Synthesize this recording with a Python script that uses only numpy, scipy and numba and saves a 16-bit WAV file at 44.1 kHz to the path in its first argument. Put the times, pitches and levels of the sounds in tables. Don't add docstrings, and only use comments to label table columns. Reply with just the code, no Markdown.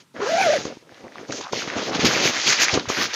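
import sys
import numpy as np
from scipy import signal
from scipy.fft import rfft, irfft
from scipy.io import wavfile
from scipy.ndimage import uniform_filter1d
from numba import njit

SR = 44100
rng = np.random.default_rng(int(sys.argv[2]) if len(sys.argv) > 2 else 0)


def bounce(signal):
    frames = np.transpose(np.atleast_2d(signal))
    limited = np.clip(frames, -1, 1)
    pcm = np.round(limited * 32767).astype(np.int16)
    wavfile.write(sys.argv[1], SR, pcm)


def attenuation_scalar(level_db):
    decades = np.asarray(level_db, float) / 20
    return 10 ** decades


N = 138915


@njit
def svf(x, hz, width):
    y, band_state, low_state = np.empty(len(x)), 0., 0.
    for i in range(len(x)):
        g, k = np.tan(np.pi * hz[i] / SR), width[i] / hz[i]
        v = (band_state + g * (x[i] - low_state)) / (1 + g * (g + k))
        band_state, low_state, y[i] = 2 * v - band_state, low_state + 2 * g * v, k * v
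    return y


def band(x, hz, width):
    return svf(x, np.full(N, 1. * hz), np.full(N, 1. * width))


def unit(x):
    return x / np.sqrt(np.mean(x ** 2))


def walk(rate):
    hold = int(SR / rate)
    steps = np.repeat(rng.standard_normal(N // hold + 1), hold)
    return unit(uniform_filter1d(steps, hold)[:N])


def colour(x, table):
    hz, db = np.array(table).T
    f = np.maximum(np.arange(N // 2 + 1) * SR / N, 1)
    curve_db = np.interp(np.log(f), np.log(hz), db, db[0] - 32, db[-1] - 30)
    return irfft(rfft(x) * attenuation_scalar(curve_db), N)


def clicks(per_s, spread_db):
    place, luck = rng.random((2, int(per_s * 4)))
    size = attenuation_scalar(np.minimum(-spread_db * np.log(luck), 11))
    sign = (-1) ** np.arange(len(size))
    return unit(np.bincount((place * N).astype(int), size * sign, N))


def hump(t, start, length, peak):
    u = np.clip((t - start) / length, 0, 1)
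    return np.sin(np.pi / 2 * np.where(u < peak, u / peak, (1 - u) / (1 - peak))) ** 2


# f/Hz, level/dB
WOODS_SPECTRUM = [(24, -48), (40, -29), (150, 3), (800, -20.5), (862, -9.5), (2650, -17), (7560, -22),
                  (9000, -23), (15600, -33.5)]


def woods():
    return attenuation_scalar(-60 + 0.4 * walk(4.6)) * unit(colour(rng.standard_normal(N), WOODS_SPECTRUM))


def echo(t, near):
    t60_s, early = 0.11, t[:8000]
    tail = rng.standard_normal(8000) * attenuation_scalar(-60 * (early / t60_s)) * (early > .004)
    return attenuation_scalar(-20.5) * signal.fftconvolve(near, tail / np.sqrt(np.sum(tail ** 2)))[:N]


def folds(t, events, cycles, tick_db):
    out = np.zeros(N)
    for (start, db, hz), seed in zip(events, rng.random(len(events))):
        u = np.maximum(t - start, 0) * hz
        rise = cycles / 3
        ring = np.sin(2 * np.pi * u) * u / rise * np.exp(1 - u / rise)
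        tick = attenuation_scalar(tick_db) * np.sin(2 * np.pi * (2.34 + seed) * u) * np.exp(-u)
        out -= attenuation_scalar(db) * (ring + tick)
    return out


# t/s, peak level/dB, f/Hz
DOOR_BOOMS = [
    (0.189, -30, 194),
    (0.919, -51, 95),
    (1.759, -35.5, 80.5),
    (2.036, -20, 70),
    (2.131, -36, 75.6),
    (2.729, -20, 91),
    (2.875, -26.5, 102),
]


def booms(t):
    return folds(t, DOOR_BOOMS, 1.0, -37)


# t/s, length/s, level/dB,
# centre f/Hz
PANEL_FLAPS = [(0, 0.048, -54.5, 252), (0.138, 0.1, -36.5, 375), (0.148, 0.066, -38.5, 1310),
               (0.187, 0.047, -33, 450), (0.22, 0.57, -34, 326), (0.581, 0.049, -42, 360.4),
               (0.644, 0.079, -36, 360), (0.755, 0.69, -50, 364), (0.195, 0.12, -28, 1000),
               (1.022, 0.089, -42.5, 410), (1.146, 0.16, -44, 367), (1.282, 0.08, -31.5, 336),
               (1.34, 0.14, -37.5, 390), (1.412, 0.11, -37, 960), (1.505, 0.096, -29.5, 343),
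               (1.554, 0.24, -37, 355), (1.741, 0.12, -28.5, 370), (1.839, 0.17, -28.5, 370),
               (1.938, 0.033, -27, 278), (1.976, 0.035, -29.5, 354), (2.014, 0.092, -21.5, 272),
               (2.081, 0.13, -28, 354), (2.162, 0.2, -25.5, 357), (2.316, 0.16, -39.5, 375),
               (2.455, 0.097, -30, 286), (2.54, 0.21, -35.5, 345), (2.725, 0.068, -20.5, 366),
               (2.758, 0.12, -37, 287), (2.871, 0.09, -33.5, 422), (2.959, 0.11, -32, 310),
               (3.003, 0.052, -25.5, 1370), (3.018, 0.1, -39, 300), (2.86, 0.034, -40, 1900),
               (0.882, 0.18, -57.5, 1680), (1.19, 0.027, -54, 1770), (2.13, 0.09, -24.5, 2230),
               (2.583, 0.059, -25.5, 2100), (2.641, .06, -23.5, 1960), (2.957, 0.038, -27.5, 1670),
               (3.097, 0.054, -31.5, 1950), (3.132, 0.034, -26, 5000)]


def flaps(t):
    drive = rng.standard_normal(N) + clicks(per_s=220, spread_db=2.6)
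    rumble, out = attenuation_scalar(-12.5) * unit(band(drive, 142, 54)), np.zeros(N)
    for start, length, db, hz in PANEL_FLAPS:
        part = slice(int(start * SR), int((start + length) * SR))
        half_hz = 0.52 * min(hz, max(700, 0.41 * hz))
        edges_hz = [hz - half_hz, hz + 1.26 * half_hz]
        panel = signal.butter(2, edges_hz, "band", fs=SR, output="sos")
        body = unit(signal.sosfilt(panel, drive[part]))
        swell = hump(t[part], start, length, peak=0.32) ** .5
        out[part] += attenuation_scalar(db) * swell * (body + rumble[part] * 300 / hz)
    return attenuation_scalar(2 * walk(45)) * out


# t/s, fade/s, level/dB, treble level/dB, tilt/dB per octave
CLOTH_JERKS = [(0, 0.017, -45, -34, -1), (0.577, 0.075, -31.5, -31, 0.5), (0.648, 0.036, -36, -43, 3.5),
               (1.319, 0.0088, -22.5, -40, 1.2), (1.405, 0.07, -35, -38, 1.5),
               (1.522, 0.18, -28.5, -32.5, -0.3), (1.672, 0.031, -28.5, -38, -6),
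               (1.945, 0.056, -21.5, -36, -1.5), (1.993, 0.22, -22, -36, -1.8),
               (2.047, 0.055, -16.5, -21.5, 3), (2.463, 0.14, -19, -32, 1.5),
               (2.522, 0.014, -15, -28, -0.5), (2.737, 0.027, -17, -35, 0), (2.885, 0.13, -22.5, -26, -0.3)]
# t/s, length/s, level/dB, treble level/dB, tilt/dB per octave
CLOTH_DRAGS = [(0.128, 0.097, -62, -40, 11.5), (0.177, 0.11, -48.5, -40, 6), (0.831, 0.31, -52, -30, -2.5),
               (1.068, 0.25, -48, -29, -4.5), (1.262, 0.17, -38.5, -36, 2), (1.551, 0.1, -34.5, -29, 8),
               (1.664, 0.13, -40, -32, -16.5), (1.738, 0.13, -29, -39, -2), (1.815, .1, -29, -31, 1),
               (1.902, 0.058, -32, -30, -7), (2.074, 0.16, -22.5, -29.5, -2),
               (2.191, 0.14, -19.5, -22.5, 0.1), (2.285, 0.14, -23.5, -32, 0), (2.37, 0.17, -23, -44, 0.9),
               (2.545, 0.074, -26.5, -42, 5), (2.59, 0.073, -16.5, -21.5, 2.3),
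               (2.615, 0.18, -26.5, -36, -0.5), (2.746, 0.077, -37, -42, -14.5),
               (2.805, 0.2, -41.5, -32, -9.5), (2.942, 0.14, -22, -23, -2), (3.025, 0.12, -38, -29, -7),
               (3.123, 0.063, -25.5, -20.5, -3.5)]
# f/Hz, level/dB
CLOTH_SPECTRUM = [(290, 1), (500, -7.5), (786, -8.5), (1970, -4), (4700, -4), (7000, -3.5), (9100, -10.5),
                  (15400, -120)]
# f/Hz, level/dB
CLOTH_SHEEN = [(5060, -45), (8600, -5), (11100, -0.5), (15600, 1)]


def cloth(t):
    efforts = []
    for start, fade, *_ in CLOTH_JERKS:
        attack = np.clip((t - start) / 0.0038, 0, 1)
        efforts.append(attack * np.exp(-np.maximum(t - start, 0) / fade))
    for start, length, *_ in CLOTH_DRAGS:
        efforts.append(hump(t, start, length, peak=0.58) ** .5)
    strokes = CLOTH_JERKS + CLOTH_DRAGS
    power = np.array([(attenuation_scalar(row[2]) * e) ** 2 for row, e in zip(strokes, efforts)])
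    total = power.sum(axis=0)
    tilt = np.array(strokes)[:, 4] @ power / (total + 1e-12)
    speed = np.sqrt(sum((attenuation_scalar(row[2] + row[3]) * e ** 2) ** 2 for row, e in zip(strokes, efforts)))

    shared_db = .4 * walk(35.11)
    creases = [attenuation_scalar(-1) * clicks(per_s=260, spread_db=4.0) for _ in range(10)]
    swish = np.zeros(N)
    for k, hz in enumerate(600 * 2 ** np.arange(0, 3.8, .5)):
        grain = rng.standard_normal(N) + sum(creases[k:k + 3]) * attenuation_scalar(-4.5 - 0.5 * k)
        flicker_db = 2.9 * (walk(30.18) + walk(9) / 2)
        level = attenuation_scalar(shared_db + flicker_db + tilt * np.log2(hz / 2500))
        swish += level * band(colour(grain, CLOTH_SPECTRUM), hz, hz / 2.086)

    top = np.zeros(N)
    for hz in 9500 + 1800 * np.arange(4):
        top += attenuation_scalar(4.5 * walk(14)) * band(rng.standard_normal(N), hz, 1800)
    return np.sqrt(total) * attenuation_scalar(4.0) * swish, speed * unit(colour(top, CLOTH_SHEEN))


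# t/s, peak level/dB, f/Hz
FOLD_POPS = [(.609, -21.5, 521), (0.653, -15, 332), (0.667, -22, 420), (0.68, -27, 450), (.704, -29, 550),
             (0.724, -24.5, 540), (0.77, -29, 330), (.826, -38, 400), (.922, -32, 570), (1.039, -29, 327),
             (1.068, -28, 380), (1.213, -31, 426), (1.29, -28, 305), (1.532, -12.5, 450),
             (1.677, -19.5, 366), (1.944, -19.5, 334), (1.992, -12.5, 278), (2.045, -6.5, 304),
             (2.165, -13, 480), (2.74, -16.5, 407), (2.7745, -4, 390), (2.9, -13, 362), (2.986, -18.5, 300)]


def pops(t):
    return folds(t, FOLD_POPS, 1.0, -9)


# t/s, peak level/dB, f/Hz
CREASE_SNAPS = [(0.5784, -16.5, 1870), (0.893, -36, 1626), (.945, -34, 3600), (.98, -41, 1870),
                (1.081, -32, 1900), (1.122, -34, 1840), (1.1567, -26, 1160), (1.1826, -24, 1900),
                (1.251, -34, 1640), (1.308, -24, 2440), (1.3241, -18.5, 1440), (1.4103, -23.5, 990),
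                (1.469, -26.5, 1080), (1.5327, -16, 960), (1.567, -20.5, 2100), (1.6209, -17.5, 1430),
                (1.701, -14.5, 1940), (1.786, -17.5, 1230), (1.932, -18, 1290), (2.111, -12, 1530),
                (2.2758, -5, 2330), (2.416, -8, 4350), (2.478, -2, 3250), (2.5278, -6.5, 2340),
                (2.611, -13, 2000), (2.635, -5, 2200), (2.6834, -5, 1990), (2.695, -9, 2290),
                (2.797, -12.5, 4150), (2.8556, -26, 1060), (2.889, -24, 2500), (2.901, -15.5, 1150),
                (2.9485, -16, 2030), (3.011, -9, 1840), (3.055, -17, 1510), (3.066, -18, 3800),
                (3.117, -30, 2250)]


def snaps(t):
    return folds(t, CREASE_SNAPS, 2.2, -9)


# t/s, tooth rate f/Hz, tone level/dB, rasp level/dB
SLIDER_PULL = [
    (.205, 393.2, -26, -41),
    (.248, 419, -26, -38.5),
    (.293, 629.5, -22.5, -32.5),
    (.355, 661.2, -19, -33),
    (.42, 814.5, -22, -29),
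    (0.482, 602, -18.5, -29.5),
    (0.544, 664.5, -18.5, -31),
    (0.559, 584, -20, -32),
    (0.581, 475, -30.5, -31),
]
# t/s, level/dB
SLIDER_SNAGS = [
    (0.257, -10),
    (.285, -3.5),
    (0.315, -3),
    (0.362, -8.5),
    (0.405, -4),
    (0.428, -8),
    (.472, -1),
    (.527, -3.5),
]
# f/Hz, width f/Hz, level/dB
TAPE_MODES = [
    (1616, 280, 0),
    (2460, 720, 0.5),
    (5100, 14000, -6),
]
# multiple of tooth rate, level/dB
TOOTH_OVERTONES = [
    (2, -3),
    (3, -4),
]
# f/Hz, level/dB
TAPE_HISS = [(7000, -31), (9000, 2), (11500, 2), (13500, -7), (15600, -20)]


def zipper(t):
    s, hz, tone_db, rasp_db = np.array(SLIDER_PULL).T
    on = np.clip(np.minimum((t - s[0]) / 0.017, (s[-1] - t) / 0.0089), 0, 1)
    unevenness = 1 + .036 * walk(60) + .05 * walk(500)
    teeth = np.cumsum(np.interp(t, s, hz) * unevenness) / SR
    level = on * attenuation_scalar(np.interp(t, s, rasp_db))
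    full_rasp_db = -26

    def partial(cycles):
        return attenuation_scalar(1.9 * (walk(110) + walk(350))) * np.sin(2 * np.pi * cycles)

    choke_db = sum(db * np.exp(-((t - at) / .007) ** 2) for at, db in SLIDER_SNAGS)
    tone = on * np.sqrt(2) * attenuation_scalar(np.interp(t, s, tone_db) + choke_db + 1.0) * partial(teeth)

    (low, low_db), (_, high_db) = TOOTH_OVERTONES
    stretched = np.cumsum(np.gradient(teeth) * np.interp(t, (.49, .53), (3, 3.4)))
    overtones = attenuation_scalar(low_db) * partial(low * teeth) + attenuation_scalar(high_db) * partial(stretched)
    ring = np.zeros(N)
    for f, width, _ in TAPE_MODES[:2]:
        ring += band(band(band(overtones, f, 2.1 * width), f, 2.0 * width), f, 2 * width)
    ring = ring * level ** 2 / attenuation_scalar(full_rasp_db) * attenuation_scalar(12.5)

    gate = np.exp(-(teeth % 1))
    ticks = np.diff(np.floor(teeth), prepend=0) * attenuation_scalar(2.7 * rng.standard_normal(N))
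    drive = unit(gate * rng.standard_normal(N)) + attenuation_scalar(-13) * unit(ticks)
    modes = [attenuation_scalar(db) * band(drive, f, width) for f, width, db in TAPE_MODES]
    rasp = unit(sum((-1) ** k * mode for k, mode in enumerate(modes)))

    hiss, hiss_drive = np.zeros(N), colour(drive, TAPE_HISS)
    for f in 9000 + 1500 * np.arange(5):
        hiss += attenuation_scalar(5.3 * walk(25.3)) * band(hiss_drive, f, 1500)
    sheen = attenuation_scalar(-19 - full_rasp_db) * level ** 2 * unit(hiss)
    return tone + ring + attenuation_scalar(5.5) * level * rasp, sheen


def scene():
    t = np.arange(N) / SR
    swish, cloth_top = cloth(t)
    zip_body, zip_top = zipper(t)
    near = booms(t) + flaps(t) + swish + pops(t) + snaps(t) + zip_body
    near = near + echo(t, near)
    roll_off = signal.cheby1(6, .5, 6520, fs=SR, output="sos")
    near = signal.sosfilt(roll_off, near)
    return (woods() + near + cloth_top + zip_top)[None]


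def low_pass(x):
    return signal.sosfilt(signal.butter(12, 15740, fs=SR, output="sos"), x)


def record(dry):
    mic = signal.sosfilt(signal.butter(2, 80, "high", fs=SR, output="sos"), dry)
    return low_pass(np.tanh(mic))


dry = scene()
out = record(dry)
bounce(out)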